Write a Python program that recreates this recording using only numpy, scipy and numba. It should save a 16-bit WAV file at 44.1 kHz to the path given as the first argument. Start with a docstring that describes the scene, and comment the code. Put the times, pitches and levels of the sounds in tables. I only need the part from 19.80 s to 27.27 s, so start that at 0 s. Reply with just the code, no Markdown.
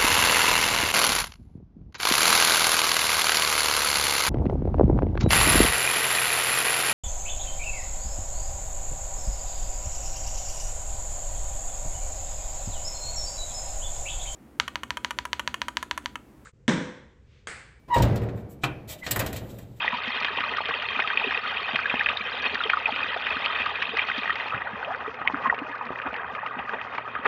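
"""A gush of water, full of ringing bubbles: a plastic pipe pours into a flooded field, close to a low-held phone.
The jet drags air under: swarms of sliding sines ring over a rush of noise bands, and big pockets glug low.
Bursts of filtered noise make the splashes and slapping droplets; two narrow bands of noise hum as a far pump.
The way to the microphone is boxy and dull, and grows more muffled in the second half."""
import sys
import numpy as np
from scipy import signal
from scipy.fft import rfft, irfft
from scipy.io import wavfile
from scipy.ndimage import uniform_filter1d
from numba import njit

SR = 44100
rng = np.random.default_rng(int(sys.argv[2]) if len(sys.argv) > 2 else 0)


def log_audio(samples):
    """Write samples as a 16-bit WAV file to the path given in sys.argv[1]."""
    # one column per channel
    frames = np.atleast_2d(samples).T
    # limit to full scale, then quantise
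    limited = np.clip(frames, -1, 1)
    pcm = np.round(limited * 32767).astype(np.int16)
    wavfile.write(sys.argv[1], SR, pcm)


N = 329427
T = np.arange(N) / SR  # seconds
HZ = np.maximum(np.arange(N // 2 + 1) * SR / N, 1)  # pitch of each bin of a whole-length spectrum

# Loud single bubbles that stand out close to the microphone.
# Each row: start in seconds, peak in dB, starting pitch in Hz, length in cycles of that pitch (at least 2 sound).
LOUD_BUBBLES = [(0.037, -23, 1730, 27), (0.078, -10, 1946, 26), (0.046, -18, 910, 10.5),
                (0.128, -21.5, 1020, 28), (0.144, -21, 970, 28), (0.183, -22.5, 1240, 18),
                (0.366, -14, 3120, 10), (0.432, -15, 2140, 5), (0.447, -1, 2490, 3.5),
                (0.483, -23, 1700, 30), (0.585, -19.5, 940, 11), (0.606, -11, 2370, 6.5),
                (0.637, -20.5, 1150, 16), (0.647, -25, 1200, 25), (0.692, -18.5, 1920, 7),
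                (0.783, -16, 1210, 18), (0.805, -18.5, 880, 10), (0.856, -16.5, 2980, 8),
                (0.88, -23, 1880, 7), (0.908, -22, 1092, 20), (0.939, -15, 2670, 22),
                (1.087, -10, 2480, 11), (1.163, -15, 2440, 18), (1.192, -14, 1430, 13),
                (1.193, -18, 840, 9), (1.202, -15, 2580, 20), (1.243, -20, 1270, 37),
                (1.221, -11.5, 1900, 14), (1.275, -7.5, 2520, 8), (1.301, -18, 1550, 29),
                (1.33, -20.5, 1194, 22), (1.373, -3.5, 2480, 21), (1.397, -11.5, 2510, 19),
                (1.398, -28.5, 896, 10), (1.412, -22.5, 890, 15), (1.439, -16, 2580, 50),
                (1.474, -17.5, 2670, 14), (1.508, -13.5, 1750, 12), (1.545, -12.5, 2480, 33),
                (1.575, -12, 2620, 15), (1.651, -22.5, 1395, 22), (1.77, -16.5, 2570, 26),
                (1.89, -26.5, 790, 12), (1.948, -24, 686, 9), (1.958, -5.5, 2520, 9),
                (1.99, -13.5, 1460, 10), (2.056, -14.5, 1655, 26), (2.097, -10.5, 2490, 28),
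                (2.1, -16, 2580, 26), (2.113, -20, 1440, 14), (2.141, -14, 815, 3), (2.142, -21, 2520, 1),
                (2.168, -19, 2500, 35), (2.194, -13, 2370, 19), (2.209, -11.5, 1790, 20),
                (2.26, -10.5, 2550, 27), (2.267, -12.5, 1720, 11), (2.288, -6.5, 2430, 10),
                (2.296, -23.5, 1205, 30), (2.371, -15, 3785, 23), (2.408, -20, 2330, 44),
                (2.641, -15, 2490, 18), (2.662, -15.5, 2580, 25), (2.754, -15.5, 1720, 11),
                (2.804, -19.5, 1384, 34), (2.837, -10, 3180, 22), (2.896, -19, 2370, 15),
                (2.933, -11.5, 1387, 24), (2.97, -13, 1227, 22), (3.056, -10.5, 2505, 40),
                (3.076, -24, 867, 20), (3.123, -14, 2590, 11), (3.161, -13, 2420, 11),
                (3.087, -19.5, 845, 22), (3.189, -25.5, 1100, 20), (3.229, -17, 2520, 33),
                (3.262, -20, 1750, 7), (3.342, -18.5, 1730, 12), (3.362, -21.5, 701, 13),
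                (3.467, -15.5, 1670, 18), (3.505, -14.5, 2540, 35), (3.568, -16, 1510, 11),
                (3.644, -17, 2540, 32), (3.66, -9, 2800, 10), (3.701, -17.5, 1250, 19),
                (3.759, -14.5, 2520, 22), (3.803, -15, 2420, 15), (3.818, -14, 2500, 14),
                (3.862, -15.5, 1176, 18.5), (3.954, -19, 2480, 44), (4.022, -15, 1776, 7.5),
                (4.17, -14, 2020, 18), (4.186, -13.5, 2400, 17.5), (4.193, -19, 2236, 18),
                (4.216, -18, 2450, 23), (4.299, -15, 1490, 12), (4.315, -17.5, 2070, 23),
                (4.433, -15, 2440, 11), (4.456, -19.5, 1840, 18), (4.477, -15.5, 1830, 13),
                (4.495, -13, 1284, 16), (4.503, -11, 1865, 23), (4.6, -18.5, 2000, 16),
                (4.705, -21, 2580, 27), (4.722, -20, 1306, 22), (4.745, -20.5, 1690, 14),
                (4.777, -19.5, 2470, 20), (4.819, -15, 1900, 14), (4.871, -22.5, 1450, 24),
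                (5.028, -20.5, 1470, 19), (5.047, -21.5, 2650, 16), (5.147, -18, 1450, 14),
                (5.416, -13.5, 1280, 4.5), (5.475, -6.5, 2154, 16), (5.499, -17.5, 960, 8.5),
                (5.544, -14, 1430, 11), (5.656, -16.5, 1051, 38), (5.667, -19, 1710, 11),
                (5.697, -7, 1885, 30), (5.725, -13.5, 927, 13.5), (5.781, -15.5, 1200, 3),
                (5.943, -24, 1190, 22), (6.01, -23.5, 975, 16), (6.062, -27, 1250, 13),
                (6.09, -25, 1180, 19), (6.105, -19, 636, 2), (6.157, -19.5, 1900, 19),
                (6.2, -19, 1530, 8.5), (6.234, -26, 1245, 30), (6.264, -24.5, 900, 10),
                (6.329, -25, 667, 3.5), (6.353, -22, 1830, 27), (6.444, -23, 1490, 12),
                (6.55, -20, 1290, 11), (6.586, -26, 1070, 23), (6.631, -24.5, 865, 23),
                (6.672, -23, 1940, 19), (6.709, -23.5, 1180, 17), (6.738, -29.5, 1210, 21),
                (6.894, -17, 1556, 10), (6.992, -23.5, 1930, 18), (6.952, -26, 790, 10),
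                (7.014, -17.5, 2510, 8), (7.183, -18, 954, 9.5), (7.277, -20.5, 1306, 8),
                (7.352, -17.5, 1540, 11), (7.359, -21.5, 1214, 28), (7.438, -23, 1200, 12),
                (7.456, -21.5, 1210, 27)]


def undb(db):
    """Decibels to gain."""
    return 10 ** (np.asarray(db) / 20)


def level(x, db):
    """Scale to an rms level in dB."""
    return x * undb(db) / np.sqrt(np.mean(x ** 2))


def walk(rate):
    """Random levels held 1 / rate s and slewed twice; spread near 1."""
    hold = int(SR / rate)
    steps = np.repeat(rng.standard_normal(N // hold + 1), hold)
    return 1.25 * uniform_filter1d(uniform_filter1d(steps, hold), hold)[:N]


def through(x, gain_db):
    """Filter by the causal, minimum-phase response that has the given gain over pitch."""
    hz = np.maximum(np.arange(4097) * SR / 8192, 1)
    cepstrum = irfft(np.log(undb(gain_db(hz))))
    # folding the cepstrum forward in time makes the response causal
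    cepstrum[1:4096] *= 2
    cepstrum[4097:] = 0
    response = irfft(np.exp(rfft(cepstrum)))
    return signal.fftconvolve(x, response)[:N]


def cavity_db(hz):
    """Resonant bumps and dips of the hollow around the microphone."""
    # Each row: centre in Hz, width in Hz, height in dB (negative is a dip).
    cavity = [(301, 286, 13.5), (328, 44, -10), (1042.4, 30, -6.5), (1262, 165, 6), (1342, 71, -7.5),
              (1892, 140, 5), (2234, 72, -11), (2494, 150, 5), (3035, 29, -19.5), (3180, 240, 7),
              (3410, 110, -4), (3660, 200, 6.5), (3905, 240, -5.5)]
    return sum(bump_db / (1 + (2 * (hz - centre) / width) ** 2) for centre, width, bump_db in cavity)


def colour_db(hz):
    """Gain of the way from the water to the microphone, cavity included."""
    # Broad colour of the way. Each row: pitch in Hz, gain in dB.
    colour = [(25, -57), (71, -7.5), (141, -23.5), (243, -20.5), (339, -26), (429, -13.5), (1030, -2.5),
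              (1250, -2.5), (2200, -5.5), (2480, -3), (3700, -14), (7190, -54.5), (9350, -71.5)]
    f, db = np.transpose(colour)
    return np.interp(np.log(hz), np.log(f), db) + cavity_db(hz)


def loud_bubble_way_db(hz):
    """The loud bubbles pass the cavity and are heard dull towards the top."""
    top_hz = 4150
    return cavity_db(hz) - 10 * np.log10(1 + (hz / top_hz) ** 8)


def bass_share(hz):
    """Part of the sound that the muffling leaves alone: the pitches well below muffle_hz."""
    muffle_hz = 2247
    return 1 / (1 + (hz / muffle_hz) ** 4.56)


@njit
def ring(n, sr, start, hz, cycles, gain, glide, rise):
    """Each bubble is a sine that swells softly, dies away over its cycles and slides up as it nears the surface."""
    out = np.zeros(n)
    for e in range(len(start)):
        length = cycles[e] * sr / hz[e]
        phase = 0.
        for i in range(min(int(length), n - start[e])):
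            u = i / length  # share of the bubble's life
            phase += 2 * np.pi * hz[e] * (1 + glide[e] * u) / sr
            swell = np.sin(np.pi / 2 * min(u / rise, 1.)) ** 2
            decay = np.exp(-np.log(1000) * max(u - rise, 0.) ** 1.4)
            out[start[e] + i] += gain[e] * np.sin(phase) * swell * decay
    return out


def singles(s, db, hz, cycles, glide, rise):
    """Single bubbles that stand out of the gush, each ringing from its own start."""
    start = (s * SR).astype(np.int64)
    return ring(N, 1. * SR, start, hz, np.maximum(cycles, 2), undb(db), glide + 0 * s, rise)


def litter(s, db, hz, cycles, glide, rings_db, lag_cycles, scatter):
    """Each single bubble tears off three smaller, softer ones of nearby pitch just after it."""
    s, db, hz, cycles = np.repeat([s, db, hz, cycles], 3, axis=1)
    lag, softer, detune = rng.random((3, len(s)))
    near_hz = hz * np.exp(scatter * (2 * detune - 1))
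    late_s = s + lag_cycles / hz * lag
    return singles(late_s, db + rings_db - 6 * softer, near_hz, cycles, glide, 0.073)


def pump():
    """Two wavering low tones from far off, cut from noise; the lower fades as the upper grows."""
    # Each row: pitch in Hz, width in Hz, first level in dB, last level in dB.
    hum = [(81, 8.8, -59.5, -69.5), (116.6, 3.9, -60.5, -57.5)]
    turn_s, turn_width_s = 5, 0.86  # when and how fast the hum changes level
    turn = .5 + .5 * np.tanh((T - turn_s) / turn_width_s)
    out = 0
    for hz, width, first_db, last_db in hum:
        white = rfft(rng.standard_normal(N))
        tone = level(irfft(white / (1 + (2 * (HZ - hz) / width) ** 2), N), 0)
        # evened out, it wavers in pitch more than in level
        tone = tone / np.sqrt(0.36 + np.abs(signal.hilbert(tone)) ** 2 / 2)
        out = out + tone * undb(first_db + (last_db - first_db) * turn)
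    return out


def spray():
    """A fine flickering hiss of dense droplets; each slap adds a short burst of hiss and of a duller body."""
    # Droplets slapping the surface. Each row: start in seconds, hiss level in dB, body over the hiss in dB.
    slaps = [(0.056, -35, 6), (0.278, -30, 2), (0.3501, -34, -2), (0.4016, -25, 3), (0.768, -26, -3),
             (0.859, -39, 5), (0.884, -33, 3), (1.021, -33, 13.5), (1.1985, -31, 20.5), (1.507, -38, 16),
             (1.957, -28.5, 15), (2.0937, -44, 22), (2.29, -42, 27), (2.37, -36, 10), (2.62, -26.5, -6),
             (2.743, -23.5, 7), (2.8977, -28.5, 22), (3.4665, -35.5, 22.5), (3.65, -29.5, 13),
             (3.858, -32, 18.5), (4.022, -26, 14), (4.169, -26.5, -1), (4.2682, -34, 7), (4.378, -29, 11),
             (4.554, -34.5, 19), (4.68, -39, 17), (5.1577, -43, 7), (5.341, -42, 14), (5.473, -47.5, 31.5),
             (5.5216, -44, 18), (5.5667, -46, 7), (5.618, -42.5, 4), (5.669, -44.5, 21.5),
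             (5.7436, -44, 22), (5.787, -43, 21.5), (5.914, -48.5, 23), (5.9522, -43.5, 13),
             (5.978, -45, 10), (6.0517, -41, 5), (6.065, -49.5, 26), (6.187, -49.5, 27), (6.217, -51, 31.5),
             (6.328, -43, 10), (6.3394, -46.5, 25), (6.362, -43, 18), (6.549, -42.5, 22.5),
             (6.661, -42, 19), (6.891, -44.5, 21.5), (7.016, -52, 18), (7.1477, -46.5, 22),
             (7.179, -40, 24)]
    slap_t60_s, slap_rise_s = 0.0258, 0.0036
    white = rfft(rng.standard_normal((3, N)))
    hiss = level(irfft(white[0] * (HZ / 4300) ** 3 / (1 + (HZ / 4300) ** 11.5), N), 0)
    body = level(irfft(white[1] * (HZ / 2600) ** 2 / (1 + (HZ / 2600) ** 11), N), 0)
    mist = level(irfft(white[2] * (HZ / 4200) ** 4 / (1 + (HZ / 4200) ** 8.7), N), 0)
    out = mist * undb(-72.5 + 5.0 * walk(30) + 2.3 * walk(110))
    for s, db, body_db in slaps:
        i = int(s * SR)
        t = T[:min(2500, N - i)]
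        burst = undb(db - 60 * t / slap_t60_s) * np.minimum(t / slap_rise_s, 1)
        end = i + len(t)
        out[i:end] += burst * (hiss[i:end] + undb(body_db) * body[i:end])
    return out


def glugs():
    """Big air pockets ring low and briefly, each with its litter."""
    # Each row: start in seconds, peak in dB, starting pitch in Hz.
    pockets = [(0.128, -32, 225), (0.273, -33, 233), (0.502, -36.5, 410), (0.714, -34, 425),
               (0.885, -32, 466), (1.165, -38, 261), (1.348, -37, 420), (1.442, -29, 448),
               (1.464, -28.5, 396), (1.466, -33.5, 245), (1.569, -34, 464), (1.814, -37.5, 425),
               (1.932, -30, 242), (2.136, -30.5, 243), (2.403, -39, 220), (2.455, -36, 502),
               (2.727, -33, 426), (2.737, -36.5, 238), (2.852, -27, 441), (3.118, -36, 256),
               (3.189, -41.5, 272), (3.237, -40, 275), (3.561, -33.5, 257), (4.085, -39, 233),
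               (4.132, -28, 456), (4.377, -30.5, 252), (4.74, -32, 119), (4.929, -36, 207),
               (5.21, -38, 478), (5.275, -29.5, 438), (5.337, -33.5, 498), (5.534, -26, 276),
               (5.669, -29, 233), (5.814, -27, 274), (5.89, -40.5, 277), (6.059, -37, 239),
               (6.258, -32.5, 273), (6.366, -34, 482), (6.527, -42, 227), (6.764, -33.5, 253),
               (6.92, -39, 455), (7.389, -36, 245)]
    ring_s, slide = 0.049, 0.031  # ring length; upward slide as share of pitch
    s, db, hz = np.transpose(pockets)
    glug = s, db, hz, ring_s * hz
    return singles(*glug, slide, 0.12) + litter(*glug, slide, -11.5, 3.6, 0.48)


def chirps():
    """Long bubbles that slide far upward."""
    # Each row: start in seconds, peak in dB ahead of the cavity, starting pitch in Hz, slide as share of pitch.
    sliders = [(4.735, -25, 1200, 0.61), (5.062, -31, 400, 2.5), (5.1, -27.5, 600, 0.9),
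               (5.7, -32.5, 900, 0.59), (2.2, -22, 1550, 0.3)]
    s, db, hz, slide = np.transpose(sliders)
    cycles = 40 + 0 * s
    return singles(s, db, hz, cycles, slide, 0.23)


def plops():
    """The loud bubbles ring almost steady in pitch, each with its litter."""
    slide = 0.029  # share of pitch
    s, db, hz, cycles = np.transpose(LOUD_BUBBLES)
    plop = s, db - cavity_db(hz), hz, cycles  # peaks are as heard inside the cavity
    return singles(*plop, slide, 0.12) + litter(*plop, slide, -10.5, 14, 0.32)


def swarm(per_s, cycles, glide, rise, spread_db, burst_db, burst_rate, lo_hz=120, hi_hz=7500):
    """Bubbles of all sizes in bursts; a few are far louder than the rest."""
    calm_hz = 3080  # towards and above this pitch the bubbles are more alike in level
    when, pitch, luck, life, slip = rng.random((5, int(per_s * N / SR)))
    start = (when * N).astype(np.int64)
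    hz = lo_hz * (hi_hz / lo_hz) ** pitch
    spread_db = spread_db / (1 + (hz / calm_hz) ** 2.2)
    db = np.minimum(-spread_db * np.log(1 - luck), 3.7 * spread_db) + burst_db * walk(burst_rate)[start]
    slide = glide * slip / (1 + (hz / 1500) ** 2)  # small bubbles die before they rise far
    cycles = cycles * (.5 + life) * (hz / 1500) ** 0.51
    gain = hz ** 0.61 * undb(db)  # gain grows with pitch to even out the sum per hertz
    return level(ring(N, 1. * SR, start, hz, cycles, gain, slide, rise), 0)


def rush():
    """Noise of the jet shearing the water; each half octave flickers alone and surges with the others."""
    out, surge = 0, walk(31)
    white = rfft(rng.standard_normal(N))
    for hz in 30 * 2 ** np.arange(0, 8.5, .5):
        part = np.cos(np.pi * np.clip(np.log2(HZ / hz), -.5, .5)) ** 2
        flicker_db = (2.3 * surge + 1.4 * walk(22)) * min(hz / 200, 1)  # the deepest bands are steadier
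        out = out + irfft(white * part, N) * undb(flicker_db)
    return level(out, 0)


def splashes(gain_db, t60_s):
    """A burst of broad noise where water closes over each loud bubble."""
    s, db = np.transpose(LOUD_BUBBLES)[:2]
    hits = np.zeros(N)
    hits[(s * SR).astype(int)] = undb(db + gain_db)
    t = T[:2000]
    tail = undb(-60 * t / t60_s) * np.minimum(t / 0.00099, 1)
    return signal.fftconvolve(hits, tail)[:N] * rng.standard_normal(N)


def flow_db():
    """Slow level of the stream, with moments where the gush briefly falls quiet."""
    # Stream level. Each row: time in seconds, level in dB.
    flow = [(0.0, -33.5), (0.31, -36), (0.75, -33.5), (1.02, -35), (1.39, -36), (1.52, -33.5),
            (1.79, -34.5), (2.16, -34.5), (2.27, -34.5), (2.54, -34.5), (2.77, -34.5), (3.51, -34),
            (4.14, -35), (4.6, -33), (5.37, -34.5), (5.64, -31.5), (5.82, -34.5), (7.47, -35.5)]
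    # Brief lulls. Each row: time in seconds, change of level in dB.
    lulls = [(0.831, -5.5), (1.1, -1.5), (1.616, -7), (2.399, -3), (3.035, -3.5), (3.891, -0.5), (4.37, -1),
             (4.58, -3.5), (5.33, -4.5), (5.38, -3.5), (6.87, -4.5), (7.11, -2), (7.24, -2.5), (7.41, -2)]
    half_width_s = 0.019
    out = np.interp(T, *np.transpose(flow))
    for s, depth_db in lulls:
        out = out + depth_db * np.exp(-((T - s) / half_width_s) ** 2)
    return out


def gush():
    """Swarms, rush and splashes, coloured on the way to the microphone, then muffled and levelled."""
    # Muffling of the treble. Each row: time in seconds, treble gain in dB.
    muffle = [(0, 9.5), (.7, 7.5), (1.3, 8.5), (2.5, 7.5), (3.6, 7), (4.4, 6.5), (4.6, 2.5), (4.8, -8),
              (5.1, -10.5), (5.8, -18), (6.3, -13.5), (6.8, -15), (7.47, -9)]
    gurgle = swarm(900, 21, 0.92, 0.076, 2.74, 0.61, 22)
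    # sparse long bubbles that slide audibly
    warble = swarm(90, 44, 1.5, 0.3, 3.0, 0.64, 22, lo_hz=330, hi_hz=2000)
    fizz = swarm(5000, 6.2, 0.66, 0.15, 2.8, 8.2, 60)
    # tiny bubbles that ring clearly
    tinkle = swarm(90, 38, 0.3, 0.2, 9.0, 1.0, 20, lo_hz=3907, hi_hz=6850)
    # sharp ticks of drops landing
    crackle = swarm(500, 2.6, 0.1, 0.21, 4.5, 3.0, 30, lo_hz=690, hi_hz=4420)
    water = undb(-7.0) * crackle + undb(-8.0) * warble + undb(-4.5) * tinkle
    water = water + undb(-2.0) * gurgle + undb(-4.0) * fizz + undb(-6.0) * rush()
    water = water + splashes(gain_db=22, t60_s=0.026)
    heard = through(water, colour_db)
    bass = irfft(rfft(heard) * bass_share(HZ), N)
    treble = heard - bass
    mixed = bass + treble * undb(np.interp(T, *np.transpose(muffle)))
    return mixed / np.std(bass) * undb(flow_db())


def scene():
    """The far hum, the spray, the glugs, and the gush with its loud bubbles."""
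    loud = through(plops() + chirps(), loud_bubble_way_db)
    return (pump() + spray() + glugs() + loud + gush())[None]


def record(dry):
    """The phone cuts the deepest bass and the top."""
    low_hz, top_hz = 42, 6950
    dry = signal.sosfilt(signal.butter(4, low_hz, "high", fs=SR, output="sos"), dry)
    return signal.sosfilt(signal.ellip(8, .2, 60, top_hz, fs=SR, output="sos"), dry)


dry = scene()
out = record(dry)
log_audio(out)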